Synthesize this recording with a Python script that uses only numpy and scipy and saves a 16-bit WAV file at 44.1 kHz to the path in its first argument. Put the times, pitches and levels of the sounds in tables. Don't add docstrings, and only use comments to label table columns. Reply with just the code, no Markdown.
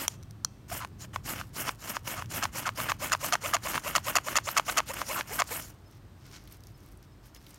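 import sys
import numpy as np
from scipy import signal
from scipy.fft import rfft, irfft, next_fast_len
from scipy.io import wavfile
from scipy.ndimage import uniform_filter1d, map_coordinates

SR = 44100
rng = np.random.default_rng(int(sys.argv[2]) if len(sys.argv) > 2 else 0)


def wav_record(signal):
    frames = np.transpose(np.atleast_2d(signal))
    bounded = np.clip(frames, -1, 1)
    quanta = np.round(bounded * 32767).astype(np.int16)
    wavfile.write(sys.argv[1], SR, quanta)


N = 334278

# t/s, level/dB
DRONE_RIDE = [(0, -53.5), (.2, -46.5), (.6, -49.5), (.8, -46), (1.3, -47), (1.9, -51.5), (2.2, -45),
              (2.8, -48.5), (3.6, -51), (4.4, -52.5), (5.7, -53.5), (7, -53), (7.58, -58)]
# f/Hz, level/dB
DRONE_EQ = [(50, -25), (75, -4.5), (100, 1), (132, -3), (165, -10.5), (210, -11), (280, -24.5), (400, -24),
            (800, -76)]
RUMBLE_EQ = [(18, -42), (30, -21), (42, -1.5), (55, 3), (72, -9.5), (110, -15.5), (300, -15), (600, -50)]
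AIR_EQ = [(150, -32.5), (300, -3), (450, -11.5), (700, -13), (1200, -15.5), (2400, -24), (4000, -26),
          (5500, -29), (7500, -32.5), (8500, -30.5), (10300, -39.5), (13000, -33), (16000, -40)]
# f/Hz, t60/s
GARDEN_DECAY = [(200, 0.11), (1500, 1), (6000, 0.55), (14000, 0.026)]

# t/s, length/s, rasp level/dB, fizz level/dB
PUSHES = [(-0.062, 0.14, -36, -42.5), (0.03, 0.15, -55, -71), (0.675, 0.14, -37.5, -41.5),
          (0.981, 0.09, -48, -60), (1.23, 0.13, -35.5, -40), (1.397, 0.12, -88, -69),
          (1.525, 0.13, -35, -38.5), (1.781, 0.13, -41.5, -50.5), (1.86, 0.078, -36, -40.5),
          (2.035, 0.13, -34.5, -40), (2.284, 0.14, -33, -41), (2.513, 0.13, -35.5, -41.5),
          (2.743, 0.132, -33, -40.5), (2.982, 0.12, -34, -39.5), (3.182, 0.14, -35, -41),
          (3.401, 0.13, -34.5, -40.5), (3.602, 0.16, -35, -41), (3.813, 0.13, -34.5, -43),
          (4.024, 0.12, -34.5, -42), (4.227, 0.13, -35.5, -44.5), (4.426, 0.13, -38, -45),
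          (4.641, 0.12, -35.5, -42), (4.853, 0.087, -40, -49), (4.931, 0.016, -37, -38),
          (5.022, 0.2, -36.5, -41.5), (5.254, 0.17, -44.5, -43.5), (5.442, 0.19, -38, -40),
          (5.533, 0.21, -51.5, -55)]
PUSH_SHAPES = [(1.13, 1.336), (1.58, 0.87), (1.67, 1.35)]
# stop t/s, length/s, rasp level/dB, knock level/dB
RETURNS = [(0.8482, 0.067, -51, -21.5), (1.1607, 0.032, -43, -17), (1.413, 0.14, -39, -23),
           (1.6922, 0.055, -34, -12.5), (1.968, 0.055, -41, -15), (2.2228, 0.12, -41.5, -21.5),
           (2.4542, 0.053, -37.0, -14), (2.6912, 0.099, -41.5, -14.5), (2.9189, 0.083, -36.5, -11.5),
           (3.1497, 0.1, -41, -15), (3.354, 0.077, -40.5, -11.5), (3.567, 0.13, -42.5, -15.5),
           (3.7784, 0.069, -32.5, -15.5), (3.981, 0.059, -36.5, -16.5), (4.185, 0.068, -38.5, -12.5),
           (4.3858, 0.065, -39.5, -12), (4.5971, 0.064, -36.5, -11.5), (4.803, 0.081, -40.5, -14),
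           (5.0166, 0.078, -34.5, -15.5), (5.2098, 0.048, -37, -14), (5.42, 0.17, -41.5, -8.5)]
# t/s, length/s, fizz level/dB
FLARES = [(1.592, 0.024, -38), (1.691, 0.037, -50), (2.895, .03, -49), (3.235, .035, -40),
          (4.082, .028, -37), (4.702, 0.025, -42), (5.135, .035, -39), (5.34, .025, -40),
          (5.673, 0.032, -56)]
# f/Hz, level/dB
RASP_EQ = [(60, -37), (130, 3), (200, 2.5), (280, 5), (430, -6), (620, 0), (1050, 2.5), (1900, 0),
           (2350, -3), (2900, 0), (3500, -9), (4200, -30), (7000, -33)]
HISS_EQ = [(2000, -20), (3600, -9), (4200, -5.5), (5300, 2.5), (6900, 1), (7800, -10.5), (9300, 0.5),
           (12000, -24), (16000, -23)]
SPARK_EQ = [(5000, -24.5), (8000, -0.5), (9300, -3), (10300, -3), (12000, 4), (13500, -2), (16000, -3.5)]
# f/Hz, width/Hz, level/dB
ROD_MODES = [(4293, 700, 0.5), (5430, 380, -3.5), (6260, 560, -2), (7040, 450, 4.5), (11630, 620, -2),
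             (12800, 510, 0)]

# t/s, level/dB, rod pitch ratio, relative splash level/dB
TAPS = [(0.0802, -9.5, 0.77, -3), (0.228, -42, 1.07, -4), (0.2333, -43, 0.975, -1), (0.309, -42.5, 1.2, 1),
        (.4477, -9.5, 1.01, -11), (2.259, -45, 1.2, 6), (5.229, -42, 1, -3)]
# f/Hz, width/Hz, level/dB
TAP_ROD_MODES = [(1240, 308, -5.5), (4230, 180, -2.5)]
TAP_BLADE_MODES = [(5880, 273, 3), (6160, 420, -1), (7040, 300, -2.5), (9200, 760, -12)]
# f/Hz, level/dB
TIP_PARTIALS = [(2650, 6), (3200, 5), (8400, -0.5)]

# t/s, length/s, level/dB, lowest resonance f/Hz
JUDDERS = [(0.713, 0.02, -42, 703), (1.561, 0.019, -49, 515), (2.075, 0.024, -44, 526),
           (2.326, 0.026, -48, 485), (2.552, 0.019, -40, 537), (2.782, 0.023, -35.5, 619.6),
           (3.015, 0.03, -36, 607), (3.226, 0.029, -36, 593), (3.436, 0.034, -34, 619),
           (3.651, 0.027, -34.5, 596), (3.855, 0.029, -34.5, 606), (4.063, 0.03, -34, 589),
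           (4.263, .027, -35.5, 595), (4.47, 0.021, -33, 635), (4.679, 0.025, -30, 690),
           (4.892, 0.029, -36, 522), (5.09, 0.037, -35.5, 575), (5.304, 0.031, -39.5, 444),
           (5.506, 0.029, -37.5, 482)]
# multiple of the lowest resonance, level/dB
ROD_PARTIALS = [(1, 2), (1.85, 4.5), (3.4, -3.5), (4.5, -1)]
# f/Hz, width/Hz, level/dB
JUDDER_MODES = [(1050, 250, 3), (2110, 520, 3), (2600, 270, -10), (5070, 380, -5), (6900, 700, 0)]

# t/s, length/s, chatter level/dB, drag level/dB
BITES = [(0.813, 0.023, -49, -37.5), (1.668, 0.02, -40.5, -47), (1.953, 0.0139, -39.5, -49),
         (2.173, 0.028, -44.5, -39.5), (2.433, 0.01, -27.5, -31), (2.665, 0.012, -33.5, -29),
         (2.896, 0.011, -32, -29), (3.126, 0.01196, -23.5, -29.5), (3.331, 0.012, -22, -30.5),
         (3.543, 0.011, -22.5, -27.5), (3.746, 0.02, -49, -50), (3.959, 0.01, -19.5, -34.5),
         (4.161, 0.0119, -19.5, -30.5), (4.363, 0.014, -20.5, -30.5), (4.574, 0.011, -20.5, -27.5),
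         (4.779, 0.011, -21.5, -24), (4.98, 0.029, -54, -43), (5.17, 0.026, -40, -31),
         (5.398, 0.0098, -24, -26)]
# f/Hz, width/Hz, level/dB
CHATTER_MODES = [(712.6, 15.8, 6.5), (1235, 64, 4.5), (1990, 220, -4), (2687, 170, -3.5),
                 (3120, 270, -16.5), (4470, 190, -9), (5130, 240, -7.5), (6032, 480, -10),
                 (6680, 220, -6.5), (9210, 1200, -30), (12500, 2620, -25)]
DRAG_MODES = [(766, 26, 11.5), (1164, 340, 16), (2030, 430, -12), (2730, 310, -30)]
CATCH_LEAD_S = .0063

# t/s, level/dB
SNAGS = [(1.3899, -28), (1.6784, -21), (2.8023, -17.5), (3.2453, -18.5), (3.4595, -18), (3.672, -18),
         (3.744, -18), (3.7559, -16), (3.7602, -18.5), (3.8787, -20), (4.0833, -17), (4.285, -16.5),
         (4.4892, -16), (4.6979, -14)]
# f/Hz, width/Hz, level/dB
KNOCK_MODES = [(1056, 280, 13), (1500, 420, 3.5), (2270, 1000, -12), (2690, 490, -38)]
TICK_MODES = [(4360, 1300, -13), (5300, 960, -4), (6290, 650, 0), (9000, 1200, -6), (11700, 1230, -12)]

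# t/s, level/dB
CHIRPS = [(5.85, -63), (6.735, -64), (7.11, -70), (7.36, -60)]
# middle t/s, length/s, rub level/dB, crinkle level/dB
BRUSHES = [(5.933, 0.15, -66.5, -71), (6.336, 0.38, -60.5, -66), (6.356, 0.086, -52, -62),
           (6.53, 0.12, -59.5, -60), (6.682, 0.11, -67, -69), (6.856, .24, -68, -67),
           (7.04, 0.043, -66, -75), (7.268, 0.096, -61.5, -65.5), (7.36, .045, -56, -60),
           (7.507, 0.34, -62, -65)]
# f/Hz, level/dB
GLOVE_EQ = [(500, -9), (1200, 0), (2000, 0), (3200, -3), (4200, -2.5), (5400, 0.5), (6500, -2.5),
            (8000, -11.5), (12000, -21)]
LEAF_EQ = [(2000, -15.5), (5500, -8), (7500, -4), (9200, 3.5), (10400, -0.5), (12800, 4), (16000, -4)]
# t/s, level/dB, f/Hz
SNAPS = [(6.2911, -55.5, 3960), (6.4752, -37.5, 3700), (6.5272, -39, 12800), (6.6057, -44, 5500),
         (6.6366, -41, 5310), (6.67, -39, 5520), (6.8044, -48, 5640), (6.9237, -48, 5980),
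         (6.9739, -43, 9200), (7.0274, -45, 5600), (7.3479, -34.5, 5560), (7.363, -38, 2800),
         (7.466, -39, 3310), (7.5084, -45, 8520), (7.5434, -36.5, 7450)]


def amp(db):
    return 10 ** (np.asarray(db) / 20)


def unit(x):
    return x / np.sqrt(np.mean(x ** 2) + 1e-20)


def crest(x):
    return x / (np.abs(x).max() + 1e-20)


def clock(seconds):
    return np.arange(int(seconds * SR)) / SR


def noise(shape):
    return rng.standard_normal(shape)


def sine(hz, phase=0):
    return np.sin(2 * np.pi * (phase + np.cumsum(hz) / SR))


def along(points, hz):
    f, value = np.transpose(points)
    return np.interp(np.log(hz + 1), np.log(f + 1), value)


def wobble(rate):
    return map_coordinates(noise(int(N * rate / SR) + 4), [np.arange(N) * rate / SR])


def filtered(x, response):
    size = next_fast_len(len(x) + 4096)
    return irfft(rfft(x, size) * response(np.fft.rfftfreq(size, 1 / SR)), size)[:len(x)]


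def coloured(x, eq):
    return unit(filtered(x, lambda hz: amp(along(eq, hz))))


def ring(x, modes, ratio=1):
    return filtered(x, lambda f: sum(
        amp(db) * 1j * f * width / ((hz * ratio) ** 2 - f * f + 1j * f * width)
        for hz, width, db in modes))


def radiated(x, low_hz, high_hz):
    def response(f):
        low_cut = (1j * f / low_hz) ** 2 / (1 + 1j * f / low_hz - (f / low_hz) ** 2)
        return low_cut / (1 + 1.4j * f / high_hz - (f / high_hz) ** 2)
    return filtered(x, response)


def add(track, s, x):
    start = max(round(s * SR), 0)
    part = track[start:start + len(x)]
    part += x[:len(part)]


def grit(rate, spread_db, smooth):
    cracks = (rng.random(N) < rate / SR) * rng.choice([-1, 1], N)
    sizes = amp(spread_db * np.clip(noise(N), -2, 2))
    return unit(unit(cracks * sizes) + smooth * noise(N))


def slips(t, rate, scatter, spread_db, dust):
    jitter = np.repeat(noise(len(t)), 32)[:len(t)]
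    cycles = np.cumsum(rate * np.exp(scatter * jitter)) / SR
    kicks = np.diff(np.floor(cycles), prepend=0) * amp(spread_db * np.clip(noise(len(t)), -2, 2))
    return unit(kicks) + dust * noise(len(t))


def glide(x, ratio):
    return map_coordinates(x, [np.cumsum(ratio)])


def blow(t, crumble, decay_s):
    return (t == 0) + crumble * noise(len(t)) * np.exp(-t / decay_s)


def swing(start, length, lateness=1):
    speed = np.abs(np.sin(np.pi * (clock(length) / length) ** lateness))
    return speed[max(-round(start * SR), 0):]


def outdoors(rumble_db=-56, rumble_follows=0.26, air_db=-61):
    level = np.interp(np.arange(N) / SR, *np.transpose(DRONE_RIDE))
    drone = amp(level + wobble(6)) * coloured(noise(N), DRONE_EQ)
    rumble_ride = rumble_db + rumble_follows * (level - level.mean())
    rumble = amp(rumble_ride + wobble(2.9)) * coloured(noise(N), RUMBLE_EQ)
    air = amp(air_db + 0.22 * wobble(1.7)) * coloured(noise(N), AIR_EQ)
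    return drone + rumble + air


def stroke_envelopes(firm_rasp_db=-34.5, firm_hiss_db=-41.5, let_up_s=0.0073, release_db_per_s=442):
    power = np.zeros((3, N))
    for s, length, rasp_db, fizz_db in PUSHES:
        hiss_db = firm_hiss_db + 0.47 * (rasp_db - firm_rasp_db)
        for track, db, (growth, lateness) in zip(power, (rasp_db, hiss_db, fizz_db), PUSH_SHAPES):
            add(track, s, (amp(db) * swing(s, length, lateness) ** growth) ** 2)
    for s, length, db in FLARES:
        add(power[2], s, (amp(db) * swing(s, length)) ** 2)
    for stop, length, rasp_db, _ in RETURNS:
        t = clock(length + .1)
        pressed = length - let_up_s
        swell = np.sin(np.pi / 2 * np.clip(t / pressed, 0, 1)) ** 0.64
        release = amp(-release_db_per_s * np.maximum(t - pressed, 0))
        for track, trim_db in zip(power, (0, -8.5, -15.5)):
            add(track, stop - length, (amp(rasp_db + trim_db) * swell * release) ** 2)
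    return np.sqrt(power)


def sputter(x, patchy_db=2.4):
    spectrum = signal.stft(x, nperseg=256)[2]
    patches = uniform_filter1d(noise(spectrum.shape), size=9, axis=0)
    patches = uniform_filter1d(patches, size=8, axis=1)
    return unit(signal.istft(spectrum * amp(patchy_db * unit(patches)), nperseg=256)[1][:N])


def contact(duck=0.39):
    gain = np.ones(N)
    for s, length, _, _ in JUDDERS:
        add(gain, s, -duck * np.abs(np.sin(np.pi * clock(length) / length)) ** .5)
    return gain


def scraping(rasp_db=-3.5, hiss_db=-0.5, fizz_db=2, crackle_db=-9, glow_s=.035):
    rasp_gain, hiss_gain, fizz_gain = stroke_envelopes() * amp(1.7 * wobble(130))
    rasp = coloured(grit(rate=1500, spread_db=4.5, smooth=0.596), RASP_EQ)
    rasp *= amp(rasp_db + 2 * wobble(300)) * contact()
    hiss = coloured(grit(rate=3500, spread_db=5.5, smooth=0.764), HISS_EQ)
    hiss += amp(-3) * unit(ring(grit(rate=3600, spread_db=4, smooth=0.63), ROD_MODES))
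    fizz = coloured(grit(rate=3500, spread_db=6, smooth=0.95), SPARK_EQ)
    hiss = amp(hiss_db) * sputter(hiss)
    fizz = amp(fizz_db) * sputter(fizz)
    glow = signal.lfilter([1], [1, -np.exp(-1 / (glow_s * SR))], fizz_gain) / (glow_s * SR)
    pops = unit(radiated(grit(rate=110, spread_db=5, smooth=0), low_hz=4500, high_hz=15000))
    return rasp_gain * rasp + hiss_gain * hiss + fizz_gain * fizz + glow * pops * amp(crackle_db)


def garden(x, near_db=-21, far_db=-33):
    hz, frame_s, spectrum = signal.stft(noise(SR // 2), SR, nperseg=256)
    decay = amp(-60 * frame_s / along(GARDEN_DECAY, hz)[:, None])
    tail = signal.istft(spectrum * decay, SR, nperseg=256)[1]
    t = np.arange(len(tail)) / SR
    near = filtered(noise(len(t)) * (t > .001) * np.exp(-t / 0.004), lambda f: 1 / (1 + f / 6000))
    impulse = amp(near_db) * near / np.linalg.norm(near) + amp(far_db) * tail / np.linalg.norm(tail)
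    return signal.fftconvolve(x, impulse)[:N]


def taps(attack_s=0.00036):
    out, t = np.zeros(N), clock(.04)
    attack = 1 - np.exp(-(t / attack_s) ** 2)
    for s, db, ratio, splash_db in TAPS:
        rod = [(hz * ratio, width, level) for hz, width, level in TAP_ROD_MODES]
        steel = sum(amp(level) * width * np.exp(-np.pi * width * t) * np.sin(2 * np.pi * hz * t)
                    for hz, width, level in rod + list(TAP_BLADE_MODES))
        splash = radiated(noise(len(t)) * np.exp(-t / 0.00118), low_hz=2460, high_hz=12700)
        add(out, s, amp(db) * (crest(steel * attack) + amp(splash_db) * crest(splash)))
    return out


def blade_ring(trim_db=-67, t60_s=1.0):
    out, t = np.zeros(N), clock(.5)
    for s, db, _, _ in TAPS:
        tones = sum(amp(level) * sine(hz + 250 * noise(len(t))) for hz, level in TIP_PARTIALS)
        add(out, s, amp(db + trim_db - 60 * t / t60_s) * tones)
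    return out


def squeal(start_s=.712, length_s=.024, pitch_hz=708, level_db=-40, rise=.2, waver=.03):
    out, t = np.zeros(N), clock(length_s)
    flutter = unit(uniform_filter1d(noise(len(t)), size=64))
    hz = pitch_hz * (1 + rise * (t / length_s - .5)) * (1 + waver * flutter)
    add(out, start_s, amp(level_db) * unit(np.sin(np.pi * t / length_s) * sine(hz)))
    return out


def judders(rise=.38, waver=.085, grain_db=-5):
    out = np.zeros(N)
    for s, length, db, hz in JUDDERS:
        t = clock(length)
        pitch = hz * (1 + rise * (t / length - .5))
        flutters = uniform_filter1d(noise((len(ROD_PARTIALS), len(t))), size=64, axis=1)
        zing = sum(amp(level) * sine(multiple * pitch * (1 + waver * unit(flutter)), rng.random())
                   for (multiple, level), flutter in zip(ROD_PARTIALS, flutters))
        skips = slips(t, rate=1100, scatter=0.77, spread_db=5.5, dust=0.34)
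        grain = radiated(ring(skips, JUDDER_MODES), low_hz=500, high_hz=8980)
        swell = np.abs(np.sin(np.pi * t / length)) ** .5
        add(out, s, amp(db) * swell * (unit(zing) + amp(grain_db) * unit(grain)))
    return out


def squeaks(length_s=.014, pitch_hz=1323, fall=0.48, waver=.11, detune=.07, trim_db=-5.5):
    out, t = np.zeros(N), clock(length_s)
    sweep_hz = pitch_hz * (1 - fall * (t / length_s - .5))
    swell = np.sin(np.pi * t / length_s)
    for s, _, _, drag_db in BITES:
        flutter = unit(uniform_filter1d(noise(len(t)), size=48))
        hz = sweep_hz * (1 + waver * flutter + detune * rng.standard_normal())
        squeak = unit(swell * sine(hz, rng.random()))
        add(out, s - CATCH_LEAD_S - length_s / 2, amp(drag_db + trim_db) * squeak)
    return out


def bites(lead_s=0.011, edge_s=.0008, chatter_fall=0.0593, drag_fall=.22, drag_trim_db=-2):
    out = np.zeros(N)
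    for s, length, chatter_db, drag_db in BITES:
        t = clock(length + 2 * lead_s)
        gate = (1 + np.tanh((t - lead_s) / edge_s)) * (1 - np.tanh((t - lead_s - length) / edge_s)) / 4
        place = np.tanh((t - lead_s - length / 2) / (lead_s + length / 2))
        fast_slips = slips(t, rate=1700, scatter=.7, spread_db=2.2, dust=.45)
        chatter = radiated(ring(fast_slips, CHATTER_MODES), low_hz=577, high_hz=9700)
        chatter = glide(chatter, 1 - chatter_fall * place) * gate
        chatter /= np.sqrt(np.sum(chatter ** 2) / np.sum(gate ** 2))
        slow_slips = slips(t, rate=700, scatter=.8, spread_db=3, dust=0.12)
        drag = radiated(ring(slow_slips, DRAG_MODES), low_hz=670, high_hz=6160)
        drag = unit(glide(drag, 1 - drag_fall * place)) * np.abs(np.sin(np.pi * t / t[-1])) ** .5
        add(out, s - lead_s, amp(chatter_db) * chatter + amp(drag_db + drag_trim_db) * drag)
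    return out


def knocks(snag_hz=1140, catch_hz=1290, stop_hz=1070, hard_bite_db=-23, trim_db=-1):
    # t/s, level/dB, f/Hz, relative tick level/dB
    hits = [(s, db, snag_hz, -14) for s, db in SNAGS]
    hits += [(s - CATCH_LEAD_S, -14 + 0.97 * (db - hard_bite_db), catch_hz, -4) for s, _, db, _ in BITES]
    hits += [(s, db, stop_hz, -16) for s, _, _, db in RETURNS]
    out, t = np.zeros(N), clock(0.032)
    for s, db, hz, tick_db in hits:
        knock = ring(blow(t, crumble=0.086, decay_s=0.0017), KNOCK_MODES, hz / KNOCK_MODES[0][0])
        knock = crest(radiated(knock, low_hz=596, high_hz=5400))
        tick = ring(blow(t, crumble=0.46, decay_s=0.0022), TICK_MODES)
        tick = crest(radiated(tick, low_hz=1980, high_hz=11900))
        add(out, s, amp(db + trim_db) * (knock + amp(tick_db) * tick))
    return out


def bird(pitch_hz=5200, length_s=0.037, fall=0.027, waver_hz=200):
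    out, t = np.zeros(N), clock(length_s)
    for s, db in CHIRPS:
        hz = pitch_hz * (1 - fall * (t / length_s - .5)) + waver_hz * noise(len(t))
        add(out, s, amp(db) * np.sin(np.pi * t / length_s) * sine(hz))
    return out


def brush_envelopes(speed_power=1.23):
    power = np.zeros((2, N))
    for middle, length, *levels in BRUSHES:
        start = middle - length / 2
        for track, db in zip(power, levels):
            add(track, start, (amp(db) * swing(start, length) ** speed_power) ** 2)
    return np.sqrt(power)


def tinder(snap_trim_db=-2):
    rub_gain, crinkle_gain = brush_envelopes() * amp(1.5 * wobble(90))
    out = rub_gain * coloured(grit(rate=900, spread_db=4.5, smooth=0.69), GLOVE_EQ)
    out += crinkle_gain * coloured(grit(rate=300, spread_db=9.5, smooth=0.64), LEAF_EQ)
    t = clock(.02)
    for s, db, hz in SNAPS:
        crack = ring(blow(t, crumble=0.46, decay_s=0.0022), [(hz, 1200, 0), (11500, 6000, -12)])
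        add(out, s, amp(db + snap_trim_db) * crest(crack))
    return out


def scene():
    knife = scraping() + bites() + squeaks() + squeal() + judders() + knocks() + taps() + blade_ring()
    close = knife + tinder()
    return (close + garden(close) + bird() + outdoors())[None]


def record(dry, top_hz=16100, slope_hz=150):
    def high_cut(hz):
        return (1 - np.tanh((hz - top_hz + slope_hz) / slope_hz)) / 2
    return np.array([filtered(channel, high_cut) for channel in dry])


dry = scene()
out = record(dry)
wav_record(out)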